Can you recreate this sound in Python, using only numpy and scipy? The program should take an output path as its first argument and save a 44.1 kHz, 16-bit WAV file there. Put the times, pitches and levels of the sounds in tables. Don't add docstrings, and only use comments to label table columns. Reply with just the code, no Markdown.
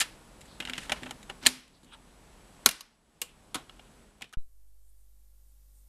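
import sys
import numpy as np
from scipy import signal
from scipy.fft import rfft, irfft
from scipy.io import wavfile
from scipy.ndimage import uniform_filter1d

SR = 44100
rng = np.random.default_rng(int(sys.argv[2]) if len(sys.argv) > 2 else 0)


def boost_factor(decibels):
    exponent = np.asarray(decibels, float) / 20
    return 10 ** exponent


def to_wav(s):
    ch = np.atleast_2d(s).T
    pcm = np.round(np.clip(ch, -1, 1) * 32767)
    wavfile.write(sys.argv[1], SR, pcm.astype(np.int16))


N = 259308
LID_SHUT_S, FADE_S, SWITCH_S = 2.6, 4.345, 4.3715

# start in seconds, peak level in dB,
# body relative to it in dB, brightness relative to it in dB, chatter t60 in seconds.
LID_OPENS = [
    (.0014, -29.5, -14, 11, 0.056),
    (.0054, -12.5, -16, -9, .084),
    (.012, -19, -8.5, -0.5, 0.046),
    (.0171, -18.5, -25, -22, 0.045),
    (0.0232, -25, -11, -7, 0.034),
]
TAPE_LAID = [(0.408, -47, -13, -4, 0.054), (.413, -42, -26, -5, 0.037), (0.4557, -49.5, -4, -5, 0.039),
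             (.602, -19.5, -12.5, -17, 0.036), (.6234, -31, -5, -21, 0.064), (0.6512, -25, -18, -18, 0.032),
             (0.6732, -26.5, -12.5, -21, 0.025), (.6856, -34, 0, -15, 0.042),
             (0.6968, -21, -30, -17.5, 0.014), (.734, -19.5, -21, -21.5, 0.014),
             (0.7793, -20, -10.5, -15, 0.042), (0.8953, -21.5, -5, -15, 0.041),
             (.9193, -12, -9.5, -14, 0.035), (1.0324, -27.5, -8, -20.5, 0.011), (1.061, -38, 2, -14, 0.031),
             (1.0644, -31, -3, -25, 0.051), (1.093, -37.5, -3, -20, 0.031), (1.1086, -29, -2, -6.5, 0.026),
             (1.2288, -42, -6, -5, 0.033), (1.298, -26.5, -4.5, -16, .035)]
TAPE_SEATS = [
    (1.4285, -52, 14.5, 8, .11),
    (1.4626, -9, -13, -10, 0.013),
    (1.4669, -9.5, -10.5, 0, 0.011),
    (1.4701, -14, -17, -8, 0.018),
    (1.4837, -32, -14, -5, .032),
    (1.678, -55, -32, -4.5, 0.028),
    (1.8316, -56, -1.5, -2, 0.037),
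    (1.845, -56, -9.5, 0.5, .033),
]
LID_SHUTS = [
    (2.6602, -6, -8, 1.5, .013),
    (2.689, -21.5, -6, 0, 0.022),
    (2.711, -32.5, -18, 1, 0.036),
    (2.8075, -36, -10, -1.5, 0.028),
    (2.9247, -65.5, -6.5, -8, .035),
]
KEYS = [(3.2158, -28, -17.5, 1.5, 0.033), (3.2173, -26, -10, -4, 0.035), (3.3994, -62.5, -9.5, -7.5, .035),
        (3.5443, -24.5, -2, -4, 0.039), (3.5545, -28, -3, -5, .03), (3.5634, -33.5, -3, -12, 0.19),
        (3.695, -35.5, -8.5, -20.5, .015), (3.794, -38, -5, -24, 0.025), (4.1829, -64, 5, -1.5, 0.038),
        (4.21, -45, 2.5, -7, .035), (4.2203, -31, -15, -7, 0.012), (4.2238, -32, -15, -15, .012),
        (4.2419, -39.5, -16, -15, .037), (4.2925, -62, -6, -3, .03), (4.3272, -49, -2, 1, 0.065),
        (4.3368, -38, -10, -15, 0.016)]
# seconds, dB, dB, dB, seconds.
FURTHER_CONTACTS = [(2.6582, -34, -10, 0, .02), (1.4503, -40, -5, -15, .03), (1.4548, -30, -8, -12, .03),
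                    (1.4885, -36, -15, 0, .02), (3.5475, -29, 0, -6, .02), (3.5505, -29, 0, -8, .02),
                    (0.7055, -36, -10, -15, .012), (0.7425, -34, -10, -18, .015), (0.7545, -35, -10, -15, .015),
                    (0.7655, -38, -10, -15, .015), (0.662, -40, -8, -15, .015), (4.2285, -44, -8, -12, .015),
                    (4.3335, -44, -8, -3, .02), (2.663, -22, -8, 0, .03), (1.4612, -26, -15, 0, .02),
                    (1.0225, -42, -5, -15, .03), (1.0375, -36, -6, -18, .015), (1.058, -40, -3, -15, .02),
                    (1.2945, -42, -5, -15, .03), (1.215, -55, -15, -5, .02), (3.226, -40, -8, 1, .15),
                    (.885, -44, -5, -15, .03)]
# (Hz, level in dB).
STRUCK_PARTS = [
    (0, [(800, 0), (1400, 0), (2400, 0), (4000, 0), (6600, 0), (9000, 0), (13000, -3)]),
    (.3, [(800, 3), (1100, -4), (1700, 1), (2400, 0), (3300, 0), (4500, -2), (7500, 2), (12000, -3)]),
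    (1.4, [(800, 2), (1300, -8), (1800, 3), (2400, 2), (2900, -3), (4300, 6), (5600, -4), (7500, 1), (13000, -2)]),
    (2.6, [(800, 0), (1300, -4), (1800, 2), (2900, 0), (4000, 1), (6600, 2), (7600, -5), (11500, 3)]),
    (3.1, [(800, 0), (1500, -6), (2800, 0), (4000, -3), (5000, 2), (7500, 2), (10000, -2), (12000, 5)]),
    (3.5, [(800, 0), (1400, -1), (2000, -2), (2900, 2), (4000, 1), (6600, 0), (12000, 0)]),
    (3.65, [(800, 0), (1400, 0), (2300, -6), (3300, 0), (4500, -4), (8000, 0)]),
    (4.1, [(800, 2), (1400, -5), (2400, 2), (3300, 2), (5000, 0), (8000, 0), (13000, -4)]),
    (4.3, [(800, -5), (1400, 3), (2400, -3), (3300, 0), (5000, 0), (8000, 0), (13000, -4)]),
]
# frequency in Hz, level in dB, t60 in seconds.
BODY_MODES = [(775, -1.5, .01), (1080, -3.5, .012), (1400, -0.5, 0.0087)]
SHELL_MODES = [(1733.6, 0, 0.0035), (2380, 0.018, 0.0051), (2870, 1, 0.0068), (3300, 0.78, 0.0034)]
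UPPER_MODES = [(3930, 2, 0.0045), (4700, 0.39, .004), (5000, -1.8, 0.0067), (5597, -2, 0.0019)]
TREBLE_MODES = [(6600, 2.5, 0.0024), (7480, 2.5, 0.0036), (8800, 6, 0.0016), (10160, 3.5, 0.0023),
                (11540, -0.5, 0.0024), (13660, -6.5, 0.0038), (15200, -3.5, .0015)]
# frequency in Hz, level in dB, t60 in seconds.
BAY_RING = [(613, -43, .08), (1370, -48, 0.048), (1800, -46, 0.04), (2130, -49, .045), (2860, -47.5, .06),
            (4330, -53, 0.05), (7560, -45, 0.032)]
LID_RING = [(481, -41, 0.063), (1111.3, -48.5, 0.14), (1340, -47.5, 0.081), (1480, -49.5, 0.066),
            (2430, -53, 0.14), (2900, -50, .07), (3650, -49.5, 0.071), (4900, -49, 0.066)]
# start in seconds, frequency in Hz, level in dB, t60 in seconds.
PINGS = [(2.6604, 2280, -15, .03), (2.6603, 1110, -21, .06), (2.6603, 1350, -29, .06),
         (2.668, 9250, -35, .05), (2.69, 9200, -30, .02), (2.69, 2800, -40, .15), (3.217, 490, -48, .12),
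         (3.217, 1100, -50, .1), (3.218, 2860, -36, .06), (4.2205, 3000, -36, .015),
         (4.224, 2600, -41, .02), (4.3365, 1500, -42, .02), (4.337, 3250, -44, .02),
         (1.299, 2900, -36, .025), (1.299, 1800, -38, .03), (.897, 1800, -34, .02),
         (1.037, 1800, -36, .015), (3.56, 750, -44, .12), (1.489, 7500, -34, .012),
         (2.6604, 3950, -15, .015), (2.6606, 6240, -17, .012), (2.6606, 9210, -13, .014),
         (2.6606, 11100, -19, .012), (2.692, 2370, -45, .2), (2.692, 1500, -48, .25),
         (2.692, 1110, -48, .2), (2.808, 1110, -48, .06), (2.808, 4850, -48, .03), (1.467, 4330, -10, .014),
         (1.467, 1790, -17, .025), (1.4675, 7540, -19, .025), (1.4675, 6600, -22, .02),
         (3.2165, 12000, -34, .015), (3.2162, 7400, -38, .03), (3.2175, 5090, -38, .025),
         (3.546, 1420, -39, .05), (3.5625, 1300, -42, .05), (3.5735, 3950, -46, .02), (3.552, 280, -35, .1),
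         (4.327, 1250, -50, .04), (4.21, 950, -52, .03), (4.219, 300, -52, .08), (.919, 2130, -26, .03),
         (.92, 7900, -34, .012), (.78, 1850, -32, .03), (.652, 4100, -36, .012), (.825, 1800, -50, .08)]
# start in seconds, peak level in dB, share of the hollow ring in dB.
KNOCKS = [(0.009, -41.5, -15.5), (0.6, -35.5, -18), (0.648, -49.5, 3), (0.699, -43.5, 3), (0.728, -52, -6),
          (0.78, -37, -15.5), (0.901, -43.5, -1), (0.918, -36.5, -4.5), (1.0225, -35, -3),
          (1.058, -40.5, -6), (1.108, -44.5, -4), (1.297, -41.5, -11.5), (1.43, -41.5, -1.5),
          (1.466, -30, -4.5), (1.834, -51, -5), (2.66, -27.5, -13), (2.689, -59, -7), (3.219, -49, -6.5),
          (3.55, -33, -5), (3.566, -44.5, -1.5), (4.218, -45, -2), (4.238, -52.5, -2.5), (4.335, -59, -3)]
# frequency in Hz, level in dB, t60 in seconds.
DESK_MODES = [(55, -14.5, 0.061), (133, -7, 0.043), (208.4, -6, .06), (231, -4.5, 0.074),
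              (316.7, 0.5, 0.029), (413, -4, 0.026), (500, -7, 0.022)]
# centre in seconds, length in seconds, frequency in Hz,
# half width as a share of the frequency, level in dB.
SCUFFS = [(0.516, .04, 4000, 0.16, -62), (0.75, 0.02, 2400, 0.35, -52), (0.839, 0.021, 2390, 0.53, -51.5),
          (0.963, 0.021, 2060, 0.64, -48), (1.435, 0.0097, 2760, 0.71, -46),
          (1.458, 0.0042, 2800, 0.94, -33.5), (1.76, 0.016, 4080, 0.16, -66.5),
          (1.912, 0.034, 3120, 0.11, -66.5), (1.935, .012, 3100, 0.19, -53),
          (1.936, 0.013, 1400, 0.17, -57.5), (1.954, 0.022, 886, 0.051, -61),
          (1.94, .008, 8800, 0.05, -62.5), (3.87, 0.019, 3000, 0.18, -71.5),
          (3.221, 0.002, 4900, 0.15, -48), (3.562, 0.008, 1400, 0.15, -47),
          (3.586, 0.028, 520, 0.71, -55.5), (1.305, 0.0067, 550, 0.52, -42.5),
          (4.246, 0.026, 2900, 0.2, -64.5), (4.335, 0.0031, 1450, 0.1, -56), (0.83, 0.031, 8140, 0.22, -56),
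          (3.275, 0.03, 2850, 0.15, -62), (4.224, 0.004, 2980, 0.2, -50)]
# centre in seconds, length in seconds, swell in dB.
STROKES = [
    (0, .06, 26.5),
    (0.808, .06, 15),
    (1.06, .07, 8),
    (2.268, .3, 2),
    (2.74, .04, 17.5),
    (3.78, .1, 3),
]
# multiple of the base pitch, relative level in dB.
MAINS = [(1, -1.5), (2, -22), (3, -35), (6, -39.5), (9, -49.5), (10, -40)]
MOTOR = [(1, -35), (2, -34.5), (3, -40.5), (4, -42), (5, -43.5), (6, -46), (7, -48), (8, -46), (14, -48)]
# frequency in Hz, level in dB per Hz.
HISS = [(76, -35), (130, -6), (283, -8.5), (371, -12), (547, -11.5), (592, -16.5), (823, -11.5), (943, -15),
        (2350, -18), (13500, -6)]
# centre in seconds, length in seconds, frequency in Hz, dB over the hiss.
BRUSH = [
    (4.419, 0.039, 8490, -10),
    (4.86, 0.038, 8220, -8.5),
    (4.896, .012, 9600, -2.5),
    (5.002, 0.029, 8800, -7.5),
    (5.497, .03, 8500, -10),
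    (5.778, 0.033, 8700, -4),
]
# low edge in Hz, high edge in Hz, desk t60 in seconds,
# desk level in dB, room t60 in seconds, room level in dB.
TAILS = [(150, 400, 0.083, -11, 0.44, -15.5), (400, 1200, .1, -12, 0.24, -20.5),
         (845, 1800, .08, -13, 0.49, -18.5), (1840, 3500, 0.04, -15, 0.45, -19),
         (3560, 5700, .07, -16, 0.44, -21), (6550, 11000, 0.048, -13, 0.32, -20),
         (11000, 22000, 0.041, -15.5, .2, -22.5)]
# frequency in Hz, relative level in dB.
WHISTLE = [(7822, -14), (7854, -9), (7881, 0), (7940, -15), (10083, -13)]
# frequency in Hz, level in dB per Hz.
RUMBLE = [(12, -33.5), (20, -5.5), (32, 0), (43, 4), (57, -0.5), (75, -6), (160, -11.5), (210, -41),
          (350, -120)]
AIR = [(71, -33.5), (120, -3.5), (200, 2), (326, -4), (978, -8.5), (1980, -17), (5820, -24), (7360, -23),
       (7810, -19), (8450, -23), (10300, -22.5), (13000, -35.5)]
# time in seconds, gain in dB.
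GAIN = [(0, 0.5), (.36, -1), (.93, 4), (1.1, 1), (1.44, 0), (1.63, -11), (2.02, -4.5), (2.6, -1.5),
        (2.68, 0.5), (2.78, -14.5), (2.97, -15.5), (3.4, -6), (3.72, -4), (4.03, -4), (4.14, -8.5),
        (4.26, -10.5), (4.36, -21.5)]
# low edge in Hz, high edge in Hz, threshold in dB.
TOP_BANDS = [(12400, 13000, -109), (13000, 13700, -106), (13700, 14400, -92), (14400, 15100, -85),
             (15100, 15800, -79), (15800, 16600, -70)]


def rms_one(x):
    return x / np.sqrt(np.mean(x ** 2) + 1e-20)


def band(x, low_hz, high_hz):
    return signal.sosfilt(signal.butter(2, [low_hz, high_hz], "band", fs=SR, output="sos"), x)


def coloured(spectrum):
    hz, db = np.transpose(spectrum)
    grid = np.maximum(np.fft.rfftfreq(N, 1 / SR), 1)
    shape = boost_factor(np.interp(np.log(grid), np.log(hz), db, left=-90))
    return rms_one(irfft(rfft(rng.standard_normal(N)) * shape, N))


def impulses(at, heights):
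    return np.bincount(at, heights, N)


def ring(clicks, hz, t60):
    r, w = boost_factor(-60 / (t60 * SR)), 2 * np.pi * hz / SR
    return signal.lfilter([0, np.sin(w)], [1, -2 * r * np.cos(w), r * r], clicks + 1e-18)


def sines(t, partials, base_hz):
    return sum(boost_factor(db) * np.sqrt(2) * np.sin(2 * np.pi * (k * base_hz * t + rng.random())) for k, db in partials)


def puff(s, length, hz, share):
    swell = np.exp(-.5 * ((np.arange(N) / SR - s) / length) ** 2)
    uneven_db = 1.4 * np.repeat(rng.standard_normal(N // 100 + 1), 100)[:N]
    share = np.clip(share, .02, .8)
    noise = band(rng.standard_normal(N), (1 - share) * hz, (1 + share) * hz)
    return swell * boost_factor(uneven_db) * rms_one(noise)


def chatter(t60):
    size, rise_s, grain_db, crack_db = 4096, 0.0005, 2.0, -4.0
    t = np.arange(size) / SR
    noise, grain = rng.standard_normal((2, len(t60), size))
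    dying = (1 - np.exp(-t / rise_s)) * boost_factor(-60 * t / np.clip(t60[:, None], .003, .2))
    force = noise * boost_factor(grain_db * grain) * dying
    force /= np.sqrt(np.sum(force ** 2, axis=1, keepdims=True))
    force[:, 4] += boost_factor(crack_db)
    return force


def favour_db(action, hz):
    favours = []
    for _, curve in STRUCK_PARTS:
        curve_hz, curve_db = np.transpose(curve)
        favours.append(np.interp(np.log(hz), np.log(curve_hz), curve_db))
    return np.array(favours)[action]


def contacts():
    scatter_db = 1.54
    upper_follows = .55
    hits = np.concatenate([LID_OPENS, TAPE_LAID, TAPE_SEATS, LID_SHUTS, KEYS, FURTHER_CONTACTS])
    s, peak_db, body_db, bright_db, t60_s = hits.T
    force = chatter(t60_s)
    at = (s[:, None] * SR).astype(int) + np.arange(force.shape[1])
    action = np.searchsorted([start for start, _ in STRUCK_PARTS], s) - 1
    families = [(BODY_MODES, body_db - 1.5), (SHELL_MODES, -1.5),
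                (UPPER_MODES, upper_follows * bright_db - .6), (TREBLE_MODES, bright_db + 1.9)]
    out, sign = np.zeros(N), 1
    for modes, family_db in families:
        part = 0
        for hz, db, t60 in modes:
            random_db = scatter_db * rng.standard_normal(len(s))
            strength = sign * boost_factor(peak_db + family_db + db + favour_db(action, hz) + random_db)
            part += ring(impulses(at.ravel(), (force * strength[:, None]).ravel()), hz, t60)
            sign = -sign
        out += band(part, .75 * modes[0][0], 1.4 * modes[-1][0])
    return out + after_ring(out)


def after_ring(x):
    shut = np.arange(N) / SR > LID_SHUT_S
    out = 0
    for side, modes in [(~shut, BAY_RING), (shut, LID_RING)]:
        for hz, db, t60 in modes:
            out = out + boost_factor(db) * ring(x * side, hz, t60)
    return out


def pings():
    return sum(boost_factor(db) * ring(impulses([int(s * SR)], [1]), hz, t60) for s, hz, db, t60 in PINGS)


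def knocks():
    hollow_hz, hollow_t60_s = 255, 0.36
    s, peak_db, hollow_db = np.transpose(KNOCKS)
    at = (s * SR).astype(int)
    out = ring(impulses(at, boost_factor(peak_db + hollow_db - 3.5) * (s < LID_SHUT_S)), hollow_hz, hollow_t60_s)
    for k, (hz, db, t60) in enumerate(DESK_MODES):
        scatter_db = 1.7 * rng.standard_normal(len(s))
        out += ring(impulses(at, (-1) ** k * boost_factor(peak_db + db + scatter_db)), hz, t60)
    return band(out, 45, 900)


def scuffs():
    return sum(boost_factor(db) * puff(*shape) for *shape, db in SCUFFS)


def rubbing(gain_db):
    dull_db, bright_db, bright_follows, gain_share = -68.5, -69.5, .35, .9
    t = np.arange(N) / SR
    stroke_db = sum(db * np.exp(-.5 * ((t - s) / length) ** 2) for s, length, db in STROKES)
    grains = rng.standard_normal((2, N)) * boost_factor(3.2 * np.minimum(rng.exponential(1, N), 4))
    dull = boost_factor(dull_db + stroke_db) * rms_one(band(grains[0], 1100, 4100))
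    bright = boost_factor(bright_db + bright_follows * stroke_db) * rms_one(band(grains[1], 4600, 12500))
    return boost_factor(gain_share * gain_db) * (dull + bright)


def player_output():
    mains_hz, motor_hz = 49, 279
    t = np.maximum(np.arange(N) / SR - SWITCH_S, 0)
    hum_db, hiss_db = -61 + 4 * t, -72 + 3.5 * t
    rise = 1 - np.exp(-t / 0.0029)
    thump = boost_factor(-21.0) * rise * (boost_factor(-24.0) * np.exp(-t / 0.63) - np.exp(-t / 0.042))
    whine = boost_factor(-75) * np.exp(-(t / 0.054) ** 2) * np.sin(2 * np.pi * 3920 * t)
    hum = boost_factor(hum_db) * (sines(t, MAINS, mains_hz) + sines(t, MOTOR, motor_hz))
    hiss = coloured(HISS)
    for s, length, hz, db in BRUSH:
        hiss += boost_factor(db) * puff(s, length, hz, 0.11)
    return (t > 0) * (thump + whine + hum + boost_factor(hiss_db) * hiss)


def reverberation(x):
    out, noise = 0, rng.standard_normal((2, N))
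    for k, (low_hz, high_hz, *tails) in enumerate(TAILS):
        power, linger = band(x, low_hz, high_hz) ** 2 + 1e-18, 0
        for t60, db in zip(tails[::2], tails[1::2]):
            r = boost_factor(-120 / (t60 * SR))
            linger = linger + boost_factor(2 * db) * signal.lfilter([1 - r], [1, -r], power)
        out = out + np.sqrt(linger) * rms_one(band(noise[k % 2], low_hz, high_hz))
    return np.append(np.zeros(90), out[:-90])


def room(gain_db):
    whistle = boost_factor(-75 + .8 * gain_db) * sines(np.arange(N) / SR, WHISTLE, 1)
    rumble = boost_factor(-58 + gain_db) * coloured(RUMBLE)
    air = boost_factor(-56 + gain_db) * coloured(AIR)
    return whistle + rumble + air


def scene():
    t = np.arange(N) / SR
    hits = contacts() + pings() + knocks() + scuffs()
    gain_s, gain_points_db = np.transpose(GAIN)
    gain_db = np.interp(t, gain_s, gain_points_db)
    heard = hits + reverberation(hits) + rubbing(gain_db) + room(gain_db)
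    heard = signal.sosfilt(signal.butter(4, 13200, fs=SR, output="sos"), heard)
    fade = np.clip((SWITCH_S - t) / (SWITCH_S - FADE_S), 0, 1) ** 1.9
    return (heard * fade + player_output())[None]


def low_pass(x):
    return signal.sosfilt(signal.butter(12, 16590, fs=SR, output="sos"), x)


def record(dry):
    rounded = np.tanh(dry)
    hz, _, frames = signal.stft(rounded[0], SR, nperseg=512)
    frames[hz > TOP_BANDS[-1][1]] = 0
    for low_hz, high_hz, db in TOP_BANDS:
        rows = (hz > low_hz) & (hz <= high_hz)
        power = uniform_filter1d(np.mean(np.abs(frames[rows]) ** 2, axis=0), size=3)
        frames[rows] *= power > boost_factor(2 * db)
    mix = signal.istft(frames, SR)[1][None, :N]
    return low_pass(mix)


dry = scene()
out = record(dry)
to_wav(out)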